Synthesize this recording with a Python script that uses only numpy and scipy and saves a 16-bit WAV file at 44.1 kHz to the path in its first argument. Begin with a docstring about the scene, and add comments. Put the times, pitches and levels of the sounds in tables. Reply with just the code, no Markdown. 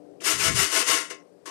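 """Grating lemon peel

A lemon is rubbed five times up and down a steel box grater held over a bowl in a kitchen; lighter
brushes come before and after. The teeth tear the peel in dense tiny snaps, impulses that rasp and
drive the steel's modes. The handling rumbles, an appliance drones behind, and all of it is heard
on the left side, through a hissing microphone and a noise suppressor."""
import sys
import numpy as np
from scipy import signal
from scipy.fft import rfft, irfft
from scipy.io import wavfile
from scipy.ndimage import uniform_filter1d

SR = 44100
rng = np.random.default_rng(int(sys.argv[2]) if len(sys.argv) > 2 else 0)


def transcribe(u):
    """Save the signal u as a 16-bit wav file named by the first command-line argument.

    u: samples, shape (n,) or (channels, n), limited to [-1, 1]; the rate is SR.
    q: integer samples, one column per channel.
    """
    v = np.clip(np.atleast_2d(u).T, -1, 1)
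    q = np.round(v * 32767).astype(np.int16)
    wavfile.write(sys.argv[1], SR, q)


N = 66150
T = np.arange(N) / SR


def grater():
    """Source and filter: friction scales one train of snaps, which excites every part of the steel."""
    force = friction()
    peel, sheet, box, rim = force * snaps()
    return rasp(peel, force[0]) + body(sheet, box) + teeth(peel) + steel_modes(sheet, box, rim)


def friction():
    """Power addition: arched strokes and brief brushes sum to envelopes for rasp, sheet, box and rim."""
    # strokes of the lemon (start [s], rise [s], fall [s], rasp [dB], sheet [dB], box [dB], rim [dB])
    strokes = [(0.232, 0.049, 0.089, -0.5, 1, 3, -10), (0.378, 0.074, 0.066, -2, 2, 4.5, -9),
               (0.541, .058, 0.087, 0.5, 2.5, 4.5, -6), (0.701, 0.081, 0.059, -1.5, 1.5, 6, 4),
               (0.854, 0.053, 0.093, -0.5, 3.5, 6, 5.5)]
    # light brushes (start [s], hold [s], decay [s], rasp [dB], sheet [dB], box [dB], rim [dB])
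    brushes = [(0.205, 0.0061, 0.14, -23.5, -16.5, -4, -18), (1.097, 0.016, 0.02, -21.5, -12.5, -5, -10),
               (1.455, 0.02, 0.047, -21, -14, -3.5, -2.5)]
    leave_at_s, leave_decay_s, brush_rise_s = 1.0174, 0.03, 0.0031
    touch = np.clip((T - strokes[0][0]) / strokes[0][1], 0, 1)
    contact = touch * np.exp(-np.maximum(T - leave_at_s, 0) / leave_decay_s)
    power = (amp(-11.5) * contact) ** 2  # friction that remains at the turns
    for start, rise, fall, *levels in strokes:
        phase = np.interp(T, [start, start + rise, start + rise + fall], [0, np.pi / 2, np.pi])
        power = power + (amp(levels)[:, None] * np.sin(phase)) ** 2
    for start, hold, decay, *levels in brushes:
        onset = np.clip((T - start) / brush_rise_s, 0, 1)
        flick = onset * np.exp(-np.maximum(T - start - hold, 0) / decay)
        power = power + (amp(levels)[:, None] * flick) ** 2
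    return np.sqrt(power)


def snaps(per_second=9000):
    """Shot noise: the peel tears in random impulses, uneven in size and clumped as rows of teeth bite."""
    spread_db = 2 * np.minimum(rng.exponential(1, N), 3)
    clump_db = 1.25 * np.clip(wander(seconds=0.012), -2, 2)
    return amp(spread_db + clump_db) * rng.choice([-1, 1], N) * (rng.random(N) < per_second / SR)


def rasp(peel, force):
    """Nonlinear excitation: the snaps are heard directly, and a harder bite adds a brighter fizz."""
    # dry rasp of the peel (frequency [Hz], spectral level [dB])
    rasp_spectrum = [(50, -55.5), (300, -35.5), (1000, -17.5), (2500, -6.5), (3900, -6), (5200, -4),
                     (6300, -1.5), (7400, -2.5), (8700, 0.5), (10000, -5), (11500, -7.5), (12800, -30.5),
                     (15500, -55)]
    # fizz of a hard bite (frequency [Hz], spectral level [dB])
    fizz_spectrum = [(1000, -52), (9000, -14.5), (11500, 2.5), (13000, 5.5), (15500, -15)]
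    fizz = amp(-50) * unit(colour(peel * force ** 0.8, fizz_spectrum))
    return amp(-33.5) * unit(colour(peel, rasp_spectrum)) + fizz


def body(sheet, box):
    """Modal overlap: crowded resonances merge into the ring of the sheet and the thud of the box."""
    # dense ring of the thin sheet (frequency [Hz], spectral level [dB])
    sheet_spectrum = [(60, -42.5), (220, -23.5), (330, -8), (560, -12.5), (820, -10), (1200, 1),
                      (1750, 0.5), (2150, 1.5), (2450, -6), (2850, 0.5), (3500, -6.5), (6000, -1.5),
                      (9000, -14), (13000, -37.5)]
    # hollow thud of the box (frequency [Hz], spectral level [dB])
    box_spectrum = [(150, -33.5), (240, -15), (305, 0), (370, -0.5), (450, -15), (800, -15), (1500, -29.5)]
    sheet_ring = amp(-33) * unit(colour(shimmer(sheet), sheet_spectrum))
    return sheet_ring + amp(-48.5) * unit(colour(shimmer(box), box_spectrum))


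def shimmer(drive, patches=8, t60_s=0.055):
    """Superposition: each patch of steel answers its own snaps with its own short, dense ring."""
    patch, t = rng.integers(0, patches, N), T[:SR // 4]
    decay = amp(-60 * t / t60_s)
    return sum(ring(drive * (patch == k), rng.standard_normal(len(t)) * decay) for k in range(patches))


def steel_modes(sheet, box, rim):
    """Normal modes: sheet, box and rim each ring at their own clear natural frequencies."""
    # modes of the sheet (frequency [Hz], level [dB])
    sheet_modes = [(1330, -48), (1394, -49), (1507, -49), (1701, -51), (1895, -47), (2046, -50),
                   (2164, -47), (2229, -51), (2482, -52), (2606, -50), (2676, -49), (2950, -46),
                   (3112, -53), (3413, -56), (3714, -54)]
    # low modes of the box (frequency [Hz], level [dB])
    box_modes = [(312.2, -52), (398.4, -47), (489.9, -52), (662.1, -51)]
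    # modes of the rim (frequency [Hz], level [dB])
    rim_modes = [(936.7, -56), (1066, -44), (1104, -48)]
    return (amp(-0.3) * modes(sheet, sheet_modes, t60_at_1khz_s=0.24)
            + amp(1) * modes(box, box_modes, t60_at_1khz_s=0.15)
            + amp(-3.5) * modes(rim, rim_modes, t60_at_1khz_s=0.28))


def modes(drive, table, t60_at_1khz_s):
    """Damped oscillators: higher modes die sooner; a snap pushes each either way, by where it lands."""
    t = T[:SR // 2]
    out = np.zeros(N)
    for hz, db in table:
        t60_s = t60_at_1khz_s / (hz / 1000) ** 0.45
        response = amp(-60 * t / t60_s) * np.sin(2 * np.pi * hz * t)
        out += amp(db) * unit(ring(drive * rng.choice([-1, 1], N), response))
    return out


def teeth(peel):
    """Resonance: the punched teeth colour the snaps with short bright rings."""
    # resonances of the teeth (frequency [Hz], bandwidth [Hz], peak level [dB])
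    peaks = [(5020, 130, 0), (5610, 41, 0), (6270, 260, 0), (6890, 160, -2), (8340, 45, -3),
             (8540, 170, -1), (11100, 150, -9), (11700, 230, -12)]
    return amp(-52.5) * sum(amp(db) * np.sqrt(width / 100) * unit(resonance(peel, hz, width))
                            for hz, width, db in peaks)


def catches():
    """Stick-slip friction: the peel catches in brief rough squeaks of narrow-band noise."""
    # squeaks (start [s], length [s], frequency [Hz], bandwidth of each filter pass [Hz], level [dB])
    squeaks = [(0.203, 0.0071, 2650, 800, -45), (0.268, 0.0083, 2545, 220, -30.5),
               (0.392, 0.031, 2537, 260, -29.5)]
    out = np.zeros(N)
    for start, length, hz, width, db in squeaks:
        squeak = resonance(resonance(rng.standard_normal(N), hz, width), hz, width)
        out += amp(db) * unit(squeak) * np.sin(np.pi * np.clip((T - start) / length, 0, 1))
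    return out


def handling():
    """Amplitude-modulated noise: a dull rumble swells and sinks as the grater is pushed about."""
    # envelope of the rumble (time [s], level [dB])
    envelope = [(0.24, -66), (0.36, -43.5), (0.446, -43.5), (0.498, -30), (0.632, -38), (0.662, -60.5),
                (0.718, -64), (0.752, -63), (0.86, -64.5), (0.892, -47.5), (1.022, -68.5), (1.04, -74)]
    # colour of the rumble (frequency [Hz], spectral level [dB])
    spectrum = [(20, -23.5), (38, -12), (52, -8.5), (85, -6.5), (140, -7), (210, -13), (400, -22),
                (1000, -72.5)]
    times, db = np.transpose(envelope)
    return amp(-2.5 + np.interp(T, times, db, left=-90, right=-90)) * noise(spectrum)


def kitchen(x, build_up_s=0.0053):
    """Reverberation: a short diffuse tail that lasts longest in the middle frequencies."""
    # decay of the room (frequency [Hz], reverberation time T60 [s])
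    decay_times = [(150, .25), (1500, 0.31), (6000, 0.3), (14000, .2)]
    hz, t, bands = signal.stft(rng.standard_normal(SR // 2), SR, nperseg=256)
    decay = amp(-60 * t / read(decay_times, hz)[:, None])
    tail = signal.istft(bands * decay, SR, nperseg=256)[1]
    tail *= np.minimum(T[:len(tail)] / build_up_s, 1)
    return ring(x, tail / np.linalg.norm(tail))


def appliance(waver=0.083, hum_fade_db_per_s=5, drone_fade_db_per_s=4):
    """Line and continuous spectra: wavering hum tones over a hollow drone, both slowly fading."""
    # hum tones (frequency [Hz], level [dB])
    tones = [(183.0, -67), (296.1, -59), (484.5, -63), (576.0, -66), (699.8, -68)]
    # hollow drone (frequency [Hz], spectral level [dB])
    spectrum = [(18, -80.5), (30, -50.5), (177, -13), (215, -26.5), (295, -1.5), (327, -16.5), (383, -6.5),
                (457, -9.5), (564, -12.5), (661, -18), (722, -17.5), (907, -31.5), (2000, -54),
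                (2600, -84.5), (4400, -120)]
    hum = np.zeros(N)
    for hz, db in tones:
        level = amp(db) * (1 + waver * wander(seconds=0.17))
        hum += level * np.sin(2 * np.pi * (hz * T + rng.random()) + waver * wander(seconds=0.06))
    drone = amp(-52.5 - drone_fade_db_per_s * T) * noise(spectrum)
    return drone + amp(3 - hum_fade_db_per_s * T) * hum


def hiss():
    """Self-noise: the microphone adds a steady broadband floor."""
    # microphone hiss (frequency [Hz], spectral level [dB])
    spectrum = [(100, -7), (1000, 6), (2500, 0), (3500, -3.5), (5000, -1), (6500, -6), (8700, -3.5),
                (11000, -10.5), (15000, -17)]
    return amp(-66) * noise(spectrum)


def suppress(x, floor_db=-8):
    """Spectral gating: bands weak in the left channel are turned down, which shortens the ringing."""
    # threshold of the noise suppressor (frequency [Hz], equivalent white-noise level [dB])
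    threshold = [(400, -48), (1500, -49), (3000, -47.5), (9000, -56), (11500, -50), (13500, -55)]
    hz, _, bands = signal.stft(x, SR, nperseg=512, noverlap=384)
    power = abs(bands[0]) ** 2 * 512 / 1.5  # unit white noise reads 1
    power = uniform_filter1d(uniform_filter1d(power, size=5, axis=0), size=3, axis=1)
    excess = power / amp(read(threshold, hz))[:, None] ** 2
    gain = amp(floor_db / (1 + excess ** 2))
    return signal.istft(bands * gain, SR, nperseg=512, noverlap=384)[1][:, :N]


def amp(db):
    """Decibel scale: level to amplitude ratio."""
    return 10 ** (np.asarray(db) / 20)


def unit(x):
    """Normalisation to an rms of 1."""
    return x / np.sqrt(np.mean(x ** 2) + 1e-20)


def read(points, hz):
    """Interpolation of a table on a log-frequency axis."""
    frequencies, values = np.transpose(points)
    return np.interp(np.log(hz + 1), np.log(frequencies + 1), values)


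def ring(x, response):
    """Convolution with an impulse response."""
    return signal.fftconvolve(x, response)[:N]


def colour(x, points, size=4096):
    """Minimum-phase filtering: a causal response with the given spectrum."""
    log_gain = np.log(amp(read(points, abs(np.fft.fftfreq(size, 1 / SR)))))
    transfer = np.exp(np.conj(signal.hilbert(log_gain)))
    return ring(x, np.fft.ifft(transfer).real[:size // 2])


def resonance(x, hz, width):
    """Second-order resonator: passes one band of x."""
    return signal.lfilter(*signal.iirpeak(hz, hz / width, fs=SR), x)


def low_cut(x, hz):
    """Fourth-order high-pass filtering."""
    return signal.sosfilt(signal.butter(4, hz, "highpass", fs=SR, output="sos"), x)


def noise(points):
    """Spectral shaping: steady noise with the given spectrum."""
    gain = amp(read(points, np.fft.rfftfreq(N, 1 / SR)))
    return unit(irfft(rfft(rng.standard_normal(N)) * gain, N))


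def wander(seconds):
    """Low-pass noise: a smooth random drift on the given time scale."""
    gain = np.exp(-(np.fft.rfftfreq(N, 1 / SR) * seconds) ** 2)
    return unit(irfft(rfft(rng.standard_normal(N)) * gain, N))


def scene():
    """Superposition: grater, room and background sum at one microphone, wired to the left channel."""
    steel = low_cut(grater() + catches(), hz=243)  # the small box radiates little bass
    mix = steel + amp(-10.5) * kitchen(steel) + handling() + appliance() + hiss()
    return 2 * np.array([mix, amp(-68) * mix])


def record(dry):
    """Band limiting and gating: the microphone's low cut, the noise suppressor, a steep treble cut."""
    gated = suppress(low_cut(dry, hz=54))
    low_pass = signal.firwin(511, cutoff=15600, window=("kaiser", 9), fs=SR)
    return signal.oaconvolve(gated, low_pass[None], "same")


dry = scene()
out = record(dry)
transcribe(out)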